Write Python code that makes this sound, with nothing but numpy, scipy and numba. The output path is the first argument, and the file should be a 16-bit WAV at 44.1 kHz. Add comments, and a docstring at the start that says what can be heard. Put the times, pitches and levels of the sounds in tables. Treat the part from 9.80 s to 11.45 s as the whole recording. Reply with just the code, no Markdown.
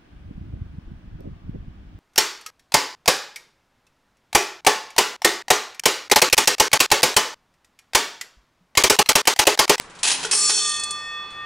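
"""In a tower's clock room, beside the movement, the clock strikes once.
Steel levers drop and clatter, their impacts exciting the modes of the frame. The hammer hits a bell
whose paired partials beat, and the train stops; the fly runs on over its ratchet, ever slower.
Air murmurs and wheel teeth tick faintly beneath it all. Gain control flattens the loud blows."""
import sys
import numpy as np
from scipy import signal
from scipy.fft import rfft, irfft, next_fast_len
from scipy.io import wavfile
from scipy.ndimage import uniform_filter1d
from numba import njit

SR = 44100
rng = np.random.default_rng(int(sys.argv[2]) if len(sys.argv) > 2 else 0)


def dump(signal):
    """Clip the signal to [-1, 1] and save it as 16-bit WAV at the path in sys.argv[1]."""
    limited = np.clip(np.atleast_2d(signal).T, -1, 1)
    pcm = np.round(limited * 32767).astype(np.int16)
    wavfile.write(sys.argv[1], SR, pcm)


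N = 72765
TOP_HZ = 11050
SIDES = np.array([[1], [-1]])  # left, right

# modes of a heavy part's thud (frequency [Hz], level [dB], T60 [s])
THUD_MODES = [(373, -11.5, 0.18), (420.5, -5.5, 0.26), (458, -10, 0.12), (885, -11, 0.17),
              (1424, 0.5, 0.067), (1480, -0.5, 0.054)]


def undb(db):
    """Decibels to amplitude ratio."""
    return 10 ** (np.asarray(db) / 20)


def fade(t60):
    """Exponential decay: 60 dB in t60 seconds."""
    return np.exp(-np.log(1000) * np.arange(N) / SR / t60)


def rise(tau):
    """Exponential approach to 1, with a time constant of tau seconds."""
    return 1 - np.exp(-np.arange(N) / SR / tau)


def add(out, start, sound):
    """Superposition: a sound joins the mix at its start time."""
    i = max(int(start * SR), 0)
    out[:, i:] += sound[:, :N - i]


def flutter(per_s):
    """Random modulation: ramps between Gaussian values, with a spread near 1."""
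    hold = int(SR / per_s)
    return uniform_filter1d(np.repeat(rng.standard_normal(N // hold + 1), hold), hold)[:N]


def noise(spectrum, side_db=-11.5, tilt_db=0, wide_above_hz=3200):
    """Spectral shaping: stereo noise of unit RMS, tilted per octave, the bass alike on both sides."""
    hz, db = np.array(spectrum).T
    size = next_fast_len(N, True)
    bins = np.maximum(np.fft.rfftfreq(size, 1 / SR), 1)
    octave = np.log2(np.clip(bins, hz[0], hz[-1]))
    gain = undb(np.interp(octave, np.log2(hz), db) + tilt_db * octave) * (bins < TOP_HZ)
    mid, side = rfft(rng.standard_normal((2, size))) * gain
    width = undb(side_db) * np.sqrt(np.minimum(bins / wide_above_hz, 1))
    pair = irfft(mid + width * side * SIDES)[:, :N]
    return pair / pair.std()


def ring(modes, scatter_db=2.0, spread_rad=0.17, detune=0.0069):
    """Free vibration: damped modes whose level, pitch and phase vary from blow to blow."""
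    t, out = np.arange(N // 2) / SR, np.zeros((2, N))
    for hz, db, t60 in modes:
        size, skew, pitch = rng.standard_normal(3)
        phase = 2 * np.pi * (hz * (1 + detune * pitch) * t + rng.random()) + spread_rad * skew * SIDES
        out[:, :N // 2] += undb(db + scatter_db * size) * fade(t60)[:N // 2] * np.sin(phase)
    return out


def air(level_db=-45.5):
    """Stationary noise: the steady murmur of the room's air."""
    # spectrum of the murmur (frequency [Hz], relative density [dB])
    murmur = [(25, -7), (100, -9.5), (160, -7.5), (250, -12), (420, -7.5), (620, -12.5), (950, -5.5),
              (1800, -11.5), (3000, -17.5), (11000, -37.5)]
    return undb(level_db) * noise(murmur, side_db=-5)


def wheels():
    """Contact transients: teeth of the train tick in faint, decaying bursts of noise."""
    # tooth contacts (time [s], level [dB])
    ticks = [(.008, -40.5), (0.0465, -50.5), (0.0987, -47), (0.151, -45), (0.1892, -41.5), (1.5044, -48.5)]
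    # spectrum of a tick (frequency [Hz], relative density [dB])
    tick_spectrum = [(1000, -1.5), (3000, 4.5), (8600, 2), (11000, -6.5)]
    out = np.zeros((2, N))
    for start, db in ticks:
        add(out, start, undb(db) * noise(tick_spectrum) * fade(t60=0.18))
    return out


def ratchet(whirr_from_s=0.712, whirr_to_s=0.81, first_rate_hz=113.5, slowing_per_s=2.6):
    """A slowing impulse train: as the fly runs down, each tooth snaps and rings pawl and wheel."""
    # single clicks after the whirr, the last light and high
    # (time [s], level [dB], relative level of the wheel's ring [dB])
    clicks = [(0.82, -27, 4), (0.83, -24, -0.5), (0.8471, -24.5, 5.5), (.860, -25, 3), (0.875, -23.5, -6),
              (0.892, -19, -5), (0.9155, -24, 1), (0.94, -28, 2.5), (0.963, -27, 4), (0.9959, -24.5, -15),
              (1.0354, -20, -25), (1.1072, -22.5, -26)]
    # spectrum of the pawl's snap (frequency [Hz], relative density [dB])
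    snap_spectrum = [(1500, -30), (3400, -13), (6000, -4), (9000, -2), (11000, -11.5)]
    # modes of the pawl (frequency [Hz], level [dB], T60 [s])
    pawl_modes = [(6930, -9.5, 0.11), (8605, 4, 0.06), (9470, -15, 0.096)]
    # modes of the ratchet wheel (frequency [Hz], level [dB], T60 [s])
    wheel_modes = [(3138, -6, 0.067), (3470, -1, 0.055), (3620, -6, 0.068)]
    out, whirr, start = np.zeros((2, N)), [], whirr_from_s
    while start < whirr_to_s:
        whirr.append((start, -26.5, 2.5))  # columns as in clicks
        start += np.exp(slowing_per_s * (start - whirr_from_s)) / first_rate_hz
    for start, db, wheel_db in clicks + whirr:
        ping = ring(pawl_modes, detune=0.0021) + undb(wheel_db) * ring(wheel_modes)
        snap = rise(tau=0.00056) * fade(t60=0.05) * noise(snap_spectrum)
        add(out, start, undb(db) * (snap + rise(tau=0.0023) * ping))
    return out


def impacts(blows, spectrum, frame_db, grain_db=3):
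    """Impact excitation: steel chatters on steel in a grainy clash and rings the frame."""
    # modes of the frame (frequency [Hz], level [dB], T60 [s])
    frame_modes = [(171.3, -33.5, 0.86), (260, -24.5, 0.48), (423.6, -28.5, 0.69), (873, -9.5, 0.094),
                   (1894, -10, 0.083), (2558, 0, 0.095), (2703, -2, 0.067), (3200, -1, 0.11),
                   (3383, -5, 0.15), (3930, -13, 0.2), (4310, -1.5, 0.061), (5990, -4, 0.065),
                   (6650, -3, 0.12), (9570, -0.5, 0.12)]
    out = np.zeros((2, N))
    for start, db, tilt_db in blows:
        clash = noise(spectrum, tilt_db=tilt_db) * fade(t60=0.098)
        grain = undb(grain_db * flutter(per_s=1400))
        clash *= grain / np.sqrt(np.mean(grain ** 2))
        add(out, start, undb(db) * rise(tau=0.0014) * (clash + undb(frame_db) * ring(frame_modes)))
    return out


def levers(thud_s=0.449, thud_db=-24.5):
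    """Repeated collisions: levers drop and rebound, and a heavy one thuds onto its stop."""
    # blows of the levers on the frame (time [s], level [dB], tilt [dB/octave])
    blows = [(.2305, -11, 1.5), (0.238, -14.5, -1.5), (0.249, -13, -0.5), (.262, -20, -2), (.27, -13, 1),
             (.278, -8, 0.5), (.286, -12.5, 0), (.295, -14.5, -3), (.304, -9, 0), (.314, -7.5, -1),
             (.323, -11.5, -1), (.344, -16, -2), (0.402, -40, 0), (.429, -23, -2.5), (0.4478, -22, 1.5)]
    # spectrum of their clash (frequency [Hz], relative density [dB])
    clash_spectrum = [(60, -56), (250, -20), (600, -13), (850, -3.5), (1300, -5.5), (2000, -5),
                      (2700, -0.5), (4400, 1.5), (7000, 0), (9000, -1.5), (11000, -5.5)]
    out = impacts(blows, clash_spectrum, frame_db=-10.5)
    add(out, thud_s, undb(thud_db) * ring(THUD_MODES, spread_rad=0.05))
    return out


def hammer(relative_thud_db=-18.5):
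    """Impact and rebound: the hammer strikes, chatters and falls back, with a clang and thud each time."""
    # contacts of hammer and bell (time [s], level [dB], tilt [dB/octave])
    blows = [(0.5117, -10, 0.5), (.529, -9.5, -3), (0.54, -15.5, 21), (0.547, -12, 5), (.694, -14, -1),
             (.702, -12.5, 1.5), (.718, -26, 16)]
    # spectrum of the clang (frequency [Hz], relative density [dB])
    clang_spectrum = [(100, -42), (250, -16), (600, -18.5), (850, -5), (2000, -4), (4200, -1), (5600, 5.5),
                      (7000, -1.5), (11000, -8)]
    out = impacts(blows, clang_spectrum, frame_db=-14)
    for start, db, _ in blows:
        add(out, start, undb(db + relative_thud_db) * ring(THUD_MODES, spread_rad=0.05))
    return out


def bell(strike_s=0.512, check_s=0.707, check_peak_after_s=0.04, spread_rad=0.27):
    """Beating: each partial swells, wavers and decays while interfering with a slightly sharper twin."""
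    # the bell's partials (frequency [Hz])
    partial_hz = [1194.6, 1830.3, 2578.3, 3433.6, 4379.8, 4974, 5431, 5488.6, 5520, 6092, 6569, 7166, 7213,
                  7839, 8324, 8840, 9010, 9475, 9874]
    # how each rings; a positive twin starts in antiphase, a negative one in phase
    # (level [dB], T60 [s], beat rate [Hz], twin amplitude [ratio], swell time constant [s])
    partials = [(-30.5, 9.7, 3.996, 0.44, 0.0072), (-36.5, 30, 2.53, -0.9, 0.28),
                (-32, 6.46, 2.97, 0.29, 0.033), (-14, 3.13, 2.91, 0.24, 0.89),
                (-12, 1.57, 7.7, -0.19, 0.12), (-25, 1.38, 5.9, -0.31, 0.057),
                (-21.5, 1.33, 4.2, -0.14, 0.15), (-15, 1.22, 1.85, 0.42, 0.07),
                (-16.5, 1.02, 4.3, -0.17, 0.0054), (-15, 1.15, 1.3, 0.25, 0.07),
                (-19.5, 1.07, 1.24, 0.9, .05), (-18, 1.03, 2.5, 0.38, 0.028), (-17.5, 1.08, 2, 0.78, 0.064),
                (-17.5, 1.07, 24, 0.44, 0.06), (-19.5, 0.69, 7.7, 0.62, 0.023),
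                (-13, 0.77, 4.1, -0.57, 0.036), (-14.5, 0.72, 6.5, 0.017, 0.0046),
                (-16, 0.81, 3.36, 0.44, 0.064), (-17.5, 0.75, 6, -0.18, 0.019)]
    # the wash of countless weak partials (frequency [Hz], relative density [dB])
    wash_spectrum = [(150, -29), (1000, -14), (3500, -7.5), (5000, 0), (6500, 0), (8200, 6), (10000, -6)]
    t, tone, out = np.arange(N) / SR, 0, np.zeros((2, N))
    # falling back, the hammer briefly checks the low partials
    since_check = np.maximum(t + strike_s - check_s, 0) / check_peak_after_s
    check_db = -13.5 * (since_check * np.exp(1 - since_check)) ** 2
    for hz, (db, t60, beat_hz, twin, swell_s) in zip(partial_hz, partials):
        phase = 2 * np.pi * (hz * t + rng.random()) + spread_rad * SIDES * rng.choice([-1, 1])
        twin_phase = phase + 2 * np.pi * beat_hz * t + spread_rad * SIDES
        pair = np.sin(phase) - twin * np.sin(twin_phase)
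        waver_db = 2.4 * min(hz / 4400, 1) * flutter(per_s=18)  # deepest from 4400 Hz up
        level_db = db + check_db * (hz < 2200) + waver_db
        tone += undb(level_db) * rise(swell_s) * fade(t60) * pair
    wash = undb(-12.5) * fade(t60=1.0) * noise(wash_spectrum)
    add(out, strike_s, undb([[-1], [0]]) * tone + wash)  # the tone leans slightly right
    return out


def room(dry, wet_db=-11.5, split_hz=1200, low_boost_db=6.5, low_side_db=-16, high_side_db=-7):
    """Reverberation: a diffuse tail in which the lows ring longer than the highs."""
    echoes = rng.standard_normal((2, N))  # mid, side
    low = signal.sosfilt(signal.butter(1, split_hz, fs=SR, output="sos"), echoes)
    high = echoes - low
    tail = undb(low_boost_db) * (low[0] + undb(low_side_db) * SIDES * low[1]) * fade(t60=1)
    tail += (high[0] + undb(high_side_db) * SIDES * high[1]) * fade(t60=0.47)
    tail /= np.sqrt(np.sum(tail ** 2) / 2)
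    return dry + undb(wet_db) * signal.fftconvolve(dry, tail, axes=1)[:, :N]


def scene():
    """Superposition of the reverberant movement, the bell and the air."""
    return room(levers() + hammer() + ratchet() + wheels()) + bell() + air()


@njit
def follow(power, attack_s, release_s):
    """Envelope detection: a one-pole smoother with separate time constants for rise and fall."""
    attack, release = 1 / (attack_s * SR), 1 / (release_s * SR)
    out, level = np.empty(len(power)), 1e-9
    for i in range(len(power)):
        level += (power[i] - level) * (attack if power[i] > level else release)
        out[i] = level
    return out


def record(dry, threshold_db=-16, ratio=18, attack_s=0.00096, release_s=0.037, lookahead_s=0.0011):
    """Dynamic compression: gain control holds loud passages down; a steep low-pass cuts the top."""
    power = uniform_filter1d(np.mean(dry ** 2, axis=0), size=128)
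    envelope = follow(power, attack_s, release_s)
    ahead = np.interp(np.arange(N) + lookahead_s * SR, np.arange(N), envelope)
    gain = np.minimum(1, undb(threshold_db) / np.sqrt(np.abs(ahead))) ** (1 - 1 / ratio)
    return signal.sosfilt(signal.ellip(12, .2, 80, TOP_HZ, fs=SR, output="sos"), dry * gain)


dry = scene()
out = record(dry)
dump(out)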